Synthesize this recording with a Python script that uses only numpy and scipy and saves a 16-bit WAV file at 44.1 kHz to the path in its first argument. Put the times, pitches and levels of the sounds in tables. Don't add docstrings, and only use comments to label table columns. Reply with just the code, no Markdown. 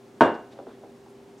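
import sys
import numpy as np
from scipy import signal
from scipy.io import wavfile
from scipy.ndimage import uniform_filter1d, map_coordinates

SR = 44100
rng = np.random.default_rng(int(sys.argv[2]) if len(sys.argv) > 2 else 0)


def store_wav(level_fs):
    pcm = np.round(np.clip(np.atleast_2d(level_fs), -1, 1) * 32767)
    wavfile.write(sys.argv[1], SR, pcm.T.astype(np.int16))


N = 61739
TIME = np.arange(N) / SR

# frequency in Hz, relative level in dB, T60 in seconds.
POP_MODES = [(134, -17, .16), (256.3, -7.5, 0.037), (342.4, -5.5, 0.02), (658, -2.5, 0.0082),
             (962, -0.5, 0.017), (1320, -7.5, 0.007), (1590, -5, .011), (2590, -23.5, 0.015)]
POP_DB, POP_LOWPASS_HZ, POP_HIGHPASS_HZ = 0.5, 2043, 246
SNAP_DB, SNAP_T60_S, SNAP_LOWPASS_HZ = -18, 0.026, 2920
CRACK_DB, CRACK_T60_S = -60.5, 0.11


def stopper_pop():
    body = from_db(POP_DB) * filtered(struck(POP_MODES), POP_LOWPASS_HZ, "low")
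    snap = filtered(rng.standard_normal(N), SNAP_LOWPASS_HZ, "low") * decay(SNAP_T60_S, SNAP_DB)
    crack = rng.standard_normal(N) * decay(CRACK_T60_S, CRACK_DB)
    return filtered(body + snap + crack, POP_HIGHPASS_HZ, "high")


# frequency in Hz, relative level in dB, T60 in seconds.
ROOM_MODES = [(226, -25, .38), (294, -29, .36), (343, -18, .36), (405, -25, .38), (433, -24, .33),
              (490, -23, .38), (620, -22, .33), (661, -28, .34), (696, -20, .33), (799, -25, .38),
              (924, -21, .38), (971, -22, .33), (1059, -23, .3), (1234, -27, .34), (1498, -26, .42),
              (1558, -27, .3), (1625, -26, .3)]
# frequency in Hz, relative level in dB, T60 in seconds.
GLASS_MODES = [(2276, -43, .38), (2822, -32.5, .41), (2944, -43, .3), (3452, -49, .28), (3585, -46, .32),
               (3746, -49, .3), (7060, -60, .25), (7540, -55, .3), (8110, -59, .32), (8526, -54, .26)]
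RING_DB, RING_BUILD_S = -0.5, 0.0038


def sympathetic_ring():
    build = 1 - np.exp(-TIME / RING_BUILD_S)
    return from_db(RING_DB) * (struck(ROOM_MODES) + struck(GLASS_MODES)) * build


# delay in seconds, gain in dB.
SLAPS = [(.0046, -13), (.0088, -7.5), (0.012, -7), (.0165, -14.5), (.0238, -14.5), (.027, -15),
         (.0305, -32), (.0415, -17.5)]
# frequency in Hz, relative density in dB.
TAIL_SPECTRUM = [(40, -37), (65, -33), (95, -4), (170, -10), (260, -1.5), (480, -1), (720, -2.5),
                 (1000, -4), (1300, -10.5), (1650, -9.5), (2150, -24.5), (2900, -23.5), (4200, -37.5),
                 (8000, -45.5), (15000, -68)]
POP_START_S, TAIL_DB = 0.2079, -13.5


def pop_in_kitchen():
    direct = stopper_pop()
    slaps = sum(from_db(db) * delayed(direct, delay_s) for delay_s, db in SLAPS)
    stereo = direct + slaps + sympathetic_ring() + from_db(TAIL_DB) * room_tail(TAIL_SPECTRUM)
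    return np.array([delayed(channel, POP_START_S) for channel in stereo])


# frequency in Hz, T60 in seconds.
ROOM_T60 = [(80, 0.23), (220, 0.41), (560, 0.41), (1470, 0.37), (3900, 0.35), (10000, 0.19)]
# frequency in Hz, side minus mid in dB.
TAIL_WIDTH = [(120, -38), (260, -29), (500, -21), (1000, -17), (2000, -15.5), (4000, -13), (9000, -16)]
TAIL_BUILD_S, TAIL_BUILD_CYCLES = 0.0015, 1.4


def room_tail(spectrum):
    tail = 0
    for hz, band in zip(*noise_bands(spectrum, TAIL_WIDTH)):
        power = np.mean(band ** 2, axis=0)
        local_power = uniform_filter1d(power, size=1500)
        even = band * np.sqrt(power.mean() / (local_power + .1 * power.mean()))
        build = 1 - np.exp(-(TIME / (TAIL_BUILD_S + TAIL_BUILD_CYCLES / hz)) ** 2)
        tail = tail + even * build * decay(at_hz(ROOM_T60, hz))
    return tail


# start in seconds, gain in dB, contact low-pass in Hz, thud pitch in Hz.
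KNOCKS = [(0.5885, -31.5, 1210, 541), (.5985, -33.5, 880, 443), (.612, -33, 600, 313),
          (.6678, -33.5, 1520, 386), (0.6721, -34.5, 607, 343), (.836, -35, 926, 505),
          (.843, -39.5, 790, 338), (1.062, -42, 1090, 844)]
# frequency in Hz, relative level in dB, T60 in seconds.
KNOCK_MODES = [(318, -14, .12), (467, -8, 0.073), (597, -5.5, 0.035), (782, -6, 0.047), (968, -7.5, 0.023),
               (1510, -3.5, 0.0067)]
THUD_DB, THUD_T60_S = -3.5, 0.057
KNOCK_HIGHPASS_HZ, KNOCK_ROOM_DB = 208, -7


def handling_knocks():
    direct = 0
    for start_s, db, lowpass_hz, thud_hz in KNOCKS:
        body = struck(KNOCK_MODES) + struck([(thud_hz, THUD_DB, THUD_T60_S)])
        direct = direct + from_db(db) * delayed(filtered(body, lowpass_hz, "low"), start_s)
    direct = filtered(direct, KNOCK_HIGHPASS_HZ, "high")
    room = room_tail([(100, 0), (10000, 0)])
    room = room / np.sqrt(np.sum(room ** 2) / 2)
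    reverb = signal.fftconvolve(direct[None], room, axes=1)[:, :N]
    return direct + from_db(KNOCK_ROOM_DB) * reverb


# peak time in seconds, level in dB, Gaussian sigma in seconds, low and high edge in Hz.
RUBS = [(.35, -60.5, 0.0079, 2780, 5500), (0.529, -57, 0.011, 1440, 4030), (0.572, -50.5, 0.038, 412, 780),
        (0.586, -66.5, 0.024, 1500, 4350), (0.701, -50, 0.02, 109, 860), (.71, -71, 0.044, 3200, 4030),
        (0.742, -60, 0.0056, 1690, 2100), (0.849, -56, 0.021, 560, 860), (1.103, -70, 0.0093, 7000, 11000),
        (1.387, -63, 0.0061, 5400, 7400)]


def hand_rubs():
    rubs = 0
    for peak_s, db, sigma_s, low_hz, high_hz in RUBS:
        swell = np.exp(-.5 * ((TIME - peak_s) / sigma_s) ** 2)
        friction = rms_one(filtered(rng.standard_normal(N), [low_hz, high_hz], "band"))
        rubs = rubs + from_db(db) * swell * friction
    return rubs


# frequency in Hz, relative level in dB.
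HUM_TONES = [(123.8, -64), (236.9, -60.5), (371.4, -62), (398.4, -54), (500.6, -65), (721.4, -70)]
HUM_DB, WAVER_DEPTH, WAVER_LOWPASS_HZ = 0.5, 0.15, 4


def appliance_hum():
    hum = 0
    for hz, db in HUM_TONES:
        drifts = filtered(rng.standard_normal((2, 2 * N)), WAVER_LOWPASS_HZ, "low")[:, N:]
        swell, slip_rad = (WAVER_DEPTH * rms_one(drift) for drift in drifts)
        tone = np.sqrt(2) * np.sin(2 * np.pi * (hz * TIME + rng.random()) + slip_rad)
        hum = hum + from_db(db + HUM_DB) * (1 + swell) * tone
    return hum


# frequency in Hz, relative density in dB.
AIR_SPECTRUM = [(25, -51), (45, -14), (70, -17), (125, -10), (185, -7.5), (250, 0), (330, -5.5), (400, -8),
                (560, -11), (800, -13), (1200, -20), (2200, -25.5), (4000, -29.5), (7300, -33),
                (15500, -45.5)]
# frequency in Hz, side minus mid in dB.
AIR_WIDTH = [(30, -22.5), (120, -22.5), (500, -11), (1000, -10), (2000, -7), (9000, -12), (15000, -34.5)]
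AIR_RMS_DB = -52.5


def room_noise():
    _, bands = noise_bands(AIR_SPECTRUM, AIR_WIDTH)
    return from_db(AIR_RMS_DB) * bands.sum(axis=0)


def noise_bands(spectrum, width):
    edges_hz = 22 * 2 ** (np.arange(30) / 3)
    centres_hz = np.sqrt(edges_hz[1:] * edges_hz[:-1])
    white = rng.standard_normal((2, 2, N))
    bands = []
    for k, hz in enumerate(centres_hz):
        mid, side = filtered(white[k % 2], edges_hz[k:k + 2], "band", order=3)
        stereo = mid + from_db(at_hz(width, hz)) * np.array([side, -side])
        bands.append(from_db(at_hz(spectrum, hz)) * stereo)
    return centres_hz, np.array(bands) / np.std(sum(bands))


def struck(modes):
    return sum((-1) ** k * decay(t60_s, db) * np.sin(2 * np.pi * hz * TIME)
               for k, (hz, db, t60_s) in enumerate(modes))


def decay(t60_s, start_db=0):
    return from_db(start_db - 60 * TIME / t60_s)


def delayed(x, delay_s):
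    return map_coordinates(x, [(TIME - delay_s) * SR], order=3)


def filtered(x, hz, kind, order=2):
    sos = signal.butter(order, np.clip(hz, 10, .45 * SR), kind, fs=SR, output="sos")
    return signal.sosfilt(sos, x)


def at_hz(points, hz):
    points = np.array(points)
    return np.interp(np.log(hz), np.log(points[:, 0]), points[:, 1])


def from_db(db):
    return 10 ** (np.asarray(db) / 20)


def rms_one(x):
    return x / np.sqrt(np.mean(x ** 2) + 1e-20)


def scene():
    return pop_in_kitchen() + handling_knocks() + hand_rubs() + appliance_hum() + room_noise()


CUTOFF_HZ = 15950


def record(dry):
    rounded = dry / (1 + np.abs(dry) ** 6) ** (1 / 6)
    return signal.sosfilt(signal.ellip(10, .1, 80, CUTOFF_HZ, fs=SR, output="sos"), rounded)


dry = scene()
out = record(dry)
store_wav(out)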